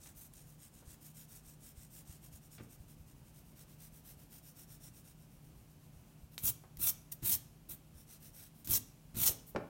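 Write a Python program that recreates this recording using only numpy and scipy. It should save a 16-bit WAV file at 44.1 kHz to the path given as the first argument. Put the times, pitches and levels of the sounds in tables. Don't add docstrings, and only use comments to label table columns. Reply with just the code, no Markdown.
import sys
import numpy as np
from scipy import signal
from scipy.fft import rfft, irfft, next_fast_len
from scipy.io import wavfile
from scipy.ndimage import uniform_filter1d

SR = 44100
rng = np.random.default_rng(int(sys.argv[2]) if len(sys.argv) > 2 else 0)


def inscribe(sig):
    pcm = np.round(np.clip(np.atleast_2d(sig).T, -1, 1) * 32767)
    wavfile.write(sys.argv[1], SR, pcm.astype(np.int16))


N = 427312

# frequency in Hz, rms level in dB.
FAN_PARTIALS = [(122, -71.5), (154, -65.5), (222, -75), (281, -82.5)]
# frequency in Hz, relative spectral density in dB.
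AIR_SPECTRUM = [(12, -28), (20, -20), (42, -0.5), (70, -6), (122, -5), (157, -2), (180, -8), (252, -13),
                (282, -11.5), (427, -21), (667, -21.5), (1870, -32.5), (2840, -30), (3540, -34.5),
                (15500, -34)]
DRUM_SPECTRUM = [(25, -36), (50, -10), (80, -1), (112, 3), (170, -7.5), (240, -8), (370, -15), (500, -27),
                 (1200, -33.5)]
SKIN_SPECTRUM = [(5000, -34), (7000, -12), (8200, -10), (10000, -3), (12500, 0), (15500, -1.5)]
RING_SPECTRUM = [(3000, -34), (4800, -10), (5700, 0), (7000, -1), (8500, -7.5), (12000, -22)]
RUSTLE_SPECTRUM = [(200, -20), (550, 0), (900, -1.5), (1400, -6), (2100, -3.5), (3200, 2), (4300, 1),
                   (6000, -22), (9000, -37)]
RUBBER_SPECTRUM = [(150, -5), (500, -0.5), (1000, -8), (2000, -5.5), (3000, -3.5), (4500, -5), (6000, -3),
                   (9000, 1.5), (12000, 0), (15500, -1.5)]
CORNER_SPECTRUM = [(1000, -12), (4500, -13), (5600, -7), (6900, 0), (9000, -1.5), (10500, -2.5)]
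# centre in Hz, width in Hz, gain in dB.
SHEET_RESONANCES = [(1516, 380, 4.5), (2690, 210, 2.5), (3650, 1020, 2.5), (4800, 1030, 0.5),
                    (5340, 520, 1.5), (7550, 540, -2), (8386, 730, 3), (10380, 480, -8.5),
                    (11100, 760, -1.5)]
# frequency in Hz, relative level in dB, time to fall 60 dB in seconds.
DESK_MODES = [(122, -4.5, 0.1104), (189.4, -9.5, 0.082), (224, -9.5, 0.11), (383, -2.5, 0.0463),
              (560, -2, 0.05), (865, -3, 0.03), (1150, -7.5, 0.042)]
# start in seconds, level in dB.
HAND_BUMPS = [(0.874, -46), (1.473, -49.5), (1.776, -46.5), (2.094, -43.5), (2.339, -48), (2.801, -44),
              (3.001, -47), (5.961, -50), (6.233, -47), (6.44, -40.5), (6.782, -43.5), (7.228, -41),
              (7.954, -48), (8.699, -37), (9.142, -44), (9.294, -44)]
# start in seconds, level in dB, pitch in Hz.
PAPER_TICKS = [(0.0343, -40, 8350), (0.337, -40, 11000), (6.3798, -23, 3930), (6.3874, -33, 13500),
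               (6.771, -34.5, 13800), (8.648, -38.5, 12900), (8.6737, -23.5, 14100), (9.169, -33, 9000)]
# start in seconds, peak level in dB, low-pass cutoff in Hz,
# relative level of the modes in dB, time constant of the crack in seconds.
DESK_KNOCKS = [(0.058, -51.5, 3000, -23, 0.02), (0.824, -55, 800, -14.5, 0.0077),
               (2.581, -49.5, 3000, -20, 0.014), (2.598, -47.5, 1600, -4, 0.0126),
               (2.606, -39.5, 211, -4, 0.0085), (6.637, -50, 1010, -9.5, 0.016),
               (9.289, -37, 300, -12, 0.015), (9.549, -32, 507, -4, 0.0087),
               (9.561, -24.5, 1730, -7, 0.004), (9.566, -31.5, 600, -7, 0.006),
               (9.582, -48, 500, -6, 0.0045)]
# start, attack, time to the fastest moment, time on the
# paper and release by 60 dB, all in seconds; base level in dB; offsets for ring, rustle and drum in dB.
HAND_SWEEPS = [(6.383, .005, .008, .035, .081, -52, -6.5, -16, -13),
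               (7.113, .0102, .011, .0135, .055, -41.3, -10, -18, -17),
               (7.684, .013, .026, .058, .083, -45.5, -14, -18, -7),
               (8.644, .004, .006, .024, .07, -52, -5, -14, -3),
               (9.452, .03, .04, .05, .11, -56.5, -15, -20, -15),
               (6.415, .048, .061, .087, .052, -30.2, -8.5, -20, -16),
               (6.778, .054, .112, .124, .052, -30, -7, -19, -19),
               (7.216, .056, .116, .136, .064, -29, -6, -17, -13.5),
               (8.67, .054, .083, .105, .04, -29.1, -3.5, -17.5, -11.5),
               (9.136, .084, .145, .15, .135, -28.3, -3.2, -14.5, -13.5)]
# time in seconds, place on the sheet (0 is the corner, 1 the middle).
ERASER_PATH = [(0, 0.132), (2.6, 0.31), (3.6, 0.65), (9.6, 0.98)]
# start and end in seconds, number of strokes, base level at the start
# and at the end in dB, brightness in dB, extra level and extra brightness of return strokes in dB.
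ERASER_BOUTS = [(-0.015, 0.293, 2, -56.5, -57, -2.5, 2.5, 5), (0.313, 0.46, 1, -60, -60, -2.5, 0, 0),
                (0.436, 0.977, 4, -63.5, -62, 0.5, 4, -1.5), (0.994, 1.271, 2, -58, -55, 2.5, 0, 0),
                (1.269, 1.568, 2, -54.5, -60, 2, -1, -1), (1.589, 2.192, 4, -58, -54.5, 3, -3.5, -4.5),
                (2.203, 2.403, 2, -59.5, -59, 2, -0.5, -0.5), (2.404, 3.327, 10, -64, -76, 0.5, 7.5, 0),
                (3.322, 3.772, 4, -65, -56.5, 1.5, -6.5, 1), (3.774, 4.283, 4, -56.8, -56.5, 3.5, -6.5, 0),
                (4.288, 4.916, 5, -58, -58, 2.5, -1, 1), (4.921, 5.139, 2, -60.5, -61.5, 3.5, 0.5, -1.5),
                (5.153, 6.286, 9, -70, -73, 2, -1.5, 1.5), (6.303, 6.391, 1, -65, -65, 6, 0, 0),
                (7.928, 8.321, 3, -64.5, -56.5, 3, 4, 0.5), (8.312, 8.502, 1, -54.5, -54.5, 4.5, 0, 0),
                (8.52, 8.653, 1, -67, -67, 9, 0, 0)]

SWELL_DB_PER_S, SLOW_DB_PER_S = 76, 175
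RING_S, DAMPED_DB = 0.02, -8
DRUM_ATTACK_S, DRUM_FADE_DB_PER_S, DRUM_RELEASE_S = 0.017, 70, 0.235


def undb(db):
    return 10 ** (np.asarray(db) / 20)


def unit(x):
    return x / np.sqrt(np.mean(x ** 2))


def add(out, start_s, x):
    i = int(start_s * SR)
    x = x[max(-i, 0):len(out) - i]
    out[max(i, 0):max(i, 0) + len(x)] += x


def colour(x, spectrum, peaks=()):
    f = np.geomspace(10, SR / 2, 900)
    hz, db = np.transpose(spectrum)
    gain_db = np.interp(np.log(f), np.log(hz), db)
    for centre, width, height in peaks:
        gain_db = gain_db + height * np.exp(-2 * ((f - centre) / width) ** 2)
    size = next_fast_len(N, real=True)
    gain = np.interp(np.fft.rfftfreq(size, 1 / SR), f, undb(gain_db))
    return unit(irfft(rfft(x, size) * gain, size)[:N])


def cut(x, hz, kind, order=2):
    return signal.sosfilt(signal.butter(order, min(hz, SR / 2 - 1000), kind, fs=SR, output="sos"), x)


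def wander(rate):
    hold = max(int(SR / rate), 1)
    steps = np.repeat(rng.standard_normal(N // hold + 1), hold)
    return unit(uniform_filter1d(steps, hold)[:N])


def air_and_fan(air_db=-61, waver_db=2, drift_rad=0.66):
    t = np.arange(N) / SR
    air = undb(air_db + .5 * wander(5.5)) * colour(rng.standard_normal(N), AIR_SPECTRUM)
    hum = sum(undb(db + waver_db * wander(14)) * np.sin(2 * np.pi * hz * t + drift_rad * wander(14))
              for hz, db in FAN_PARTIALS)
    return air + np.sqrt(2) * hum


def room(x, low_t60=0.478, high_t60=0.15, split_hz=2500, build_s=0.0057):
    t = np.arange(SR) / SR
    noise = rng.standard_normal(SR)
    low = cut(noise, split_hz, "low", order=1)
    tail = low * undb(-60 * t / low_t60) + (noise - low) * undb(-60 * t / high_t60)
    tail *= np.clip(t / build_s, 0, 1)
    return signal.fftconvolve(x, tail / np.sqrt(np.sum(tail ** 2)))[:N]


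def bumps(hz=68, rise_s=0.0051):
    out, t = np.zeros(N), np.arange(SR // 8) / SR
    swing = t / rise_s * np.exp(1 - t / rise_s) * np.sin(2 * np.pi * hz * t)
    for start, db in HAND_BUMPS:
        add(out, start, undb(db) * swing)
    return out


def ticks(snap_s=0.00027, crackle_s=0.0049, crackle_db=-15):
    out, t = np.zeros(N), np.arange(SR // 40) / SR
    for start, db, hz in PAPER_TICKS:
        snap = np.exp(-t / snap_s) * np.sin(2 * np.pi * hz * t)
        crackle = cut(rng.standard_normal(len(t)), 2100, "high") * np.exp(-t / crackle_s)
        add(out, start, undb(db) * (snap + undb(crackle_db) * crackle))
    return out


def knocks(crack_db=6):
    out, t = np.zeros(N), np.arange(SR // 4) / SR
    ring = sum((-1) ** k * undb(db - 60 * t / t60) * np.sin(2 * np.pi * hz * t)
               for k, (hz, db, t60) in enumerate(DESK_MODES))
    for start, peak_db, cutoff_hz, ring_db, crack_s in DESK_KNOCKS:
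        crack = undb(crack_db) * rng.standard_normal(len(t)) * np.exp(-t / crack_s)
        blow = cut(undb(ring_db) * ring + cut(crack, 82, "high"), cutoff_hz, "low")
        add(out, start, undb(peak_db) * blow / np.abs(blow).max())
    return out


def slips(per_second, spread_db, scatter_s=.008):
    slipping = rng.random(N) < per_second / SR
    clicks = slipping * rng.standard_normal(N) * undb(spread_db * rng.uniform(-1.5, 1.5, N))
    t = np.arange(SR // 50) / SR
    paths = cut(rng.standard_normal((2, len(t))) * np.exp(-t / scatter_s), 1200, "high")
    first, second = (signal.oaconvolve(clicks, path / np.linalg.norm(path))[:N] for path in paths)
    angle = 2 * wander(3)
    return clicks + .42 * (np.cos(angle) * first + np.sin(angle) * second)


def hand_reflection(x, lag_s, share):
    i = np.arange(N)
    reflected = np.interp(i - lag_s * SR, i, x)
    return (x + share * reflected) / np.hypot(1, share)


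def contact(t, lands, attack_s, lifts, release_s):
    attack = np.sin(np.pi / 2 * np.clip((t - lands) / attack_s, 0, 1)) ** 2
    return attack * undb(-60 * np.maximum(t - lifts, 0) / release_s)


def hand(hiss_gain_db=2.5, ring_gain_db=-1.0, drum_gain_db=0.2, grip_db=1.5):
    time = np.arange(N) / SR
    envelopes, travel = np.zeros((4, N)), np.zeros(N)
    for lands, attack_s, swell_s, length_s, release_s, db, ring_db, rustle_db, drum_db in HAND_SWEEPS:
        fastest, lifts = lands + swell_s, lands + length_s
        active = (time > lands) & (time < lifts + max(release_s, DRUM_RELEASE_S))
        t = time[active]
        swell_db = -SWELL_DB_PER_S * np.maximum(fastest - t, 0)
        slow_db = -SLOW_DB_PER_S * np.maximum(np.minimum(t, lifts) - fastest, 0)
        rub = undb(swell_db + slow_db) * contact(t, lands, attack_s, lifts, release_s)
        damping_db = DAMPED_DB * (1 - np.exp(-((t - fastest) / RING_S) ** 2))
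        settling = undb(-DRUM_FADE_DB_PER_S * (t - lands))
        weight = contact(t, lands, DRUM_ATTACK_S, lifts, DRUM_RELEASE_S) * settling
        layers = [rub, rub * undb(ring_db + damping_db), rub * undb(rustle_db), weight * undb(drum_db)]
        envelopes[:, active] += undb(db) * np.array(layers)
        travel[active] = np.minimum((t - lands) / (lifts + release_s - lands), 1)
    hiss_env, ring_env, rustle_env, drum_env = envelopes
    hiss = undb(hiss_gain_db) * hiss_env * colour(slips(25000, 0.78), SKIN_SPECTRUM, SHEET_RESONANCES)
    ring = undb(ring_gain_db) * ring_env * colour(slips(20000, 3.35), RING_SPECTRUM, SHEET_RESONANCES)
    rustle = rustle_env * colour(slips(8000, 2.0), RUSTLE_SPECTRUM, SHEET_RESONANCES)
    lag_s = .0007 + .0004 * travel + .00003 * wander(4)
    friction = hand_reflection(hiss + ring + rustle, lag_s, share=.28)
    drum = undb(drum_gain_db) * drum_env * colour(slips(2500, 1.13), DRUM_SPECTRUM)
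    return friction * undb(grip_db * wander(220)) + drum


def strokes():
    for start, end, count, first_db, last_db, bright_db, return_db, return_bright_db in ERASER_BOUTS:
        length = (end - start) / count
        for k in range(count):
            db = first_db + (last_db - first_db) * (k + .5) / count
            back = k % 2
            yield start + k * length, length, db + back * return_db, bright_db + back * return_bright_db


def eraser(judder_db=1.57, face_db=-3.5, edge_db=-1.5, rasp_db=6.5, rest_s=0.0026):
    face_env, edge_env = np.zeros((2, N))
    for start, length, db, bright_db in strokes():
        speed = np.sin(np.linspace(0, np.pi, int((length - 2 * rest_s) * SR))).clip(0)
        force = undb(db) * speed ** 1.04
        add(face_env, start + rest_s, force * undb(-.4 * bright_db))
        add(edge_env, start + rest_s, force * undb(.5 * bright_db) * speed ** 0.13)
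    place = np.interp(np.arange(N) / SR, *np.transpose(ERASER_PATH))
    middle = colour(slips(12000, 2.0), RUBBER_SPECTRUM, SHEET_RESONANCES + [(5663, 840, rasp_db)])
    corner = colour(slips(12000, 2.1), CORNER_SPECTRUM, SHEET_RESONANCES)
    face_noise = np.sqrt(place) * middle + np.sqrt(1 - place) * corner
    edge_noise = colour(slips(15000, 2.0), RUBBER_SPECTRUM, SHEET_RESONANCES)
    face = face_env * unit(cut(face_noise, 10400, "low", order=6))
    edge = edge_env * unit(cut(edge_noise, 9830, "high", order=6))
    rock_db = .5 * wander(8.2)
    judder = undb(judder_db * wander(250))
    friction = judder * (undb(face_db - rock_db) * face + undb(edge_db + rock_db) * edge)
    return hand_reflection(friction, lag_s=.0005 + .00005 * wander(7), share=.16)


def scene(paper_room_db=-13.0, knock_room_db=-8):
    paper = eraser() + hand() + ticks()
    wood = knocks()
    echoes = room(undb(paper_room_db) * paper + undb(knock_room_db) * wood)
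    mono = paper + wood + bumps() + echoes + air_and_fan()
    return np.array([mono, mono])


def record(dry, top_hz=15900):
    return signal.sosfilt(signal.ellip(12, .1, 80, top_hz, fs=SR, output="sos"), dry)


dry = scene()
out = record(dry)
inscribe(out)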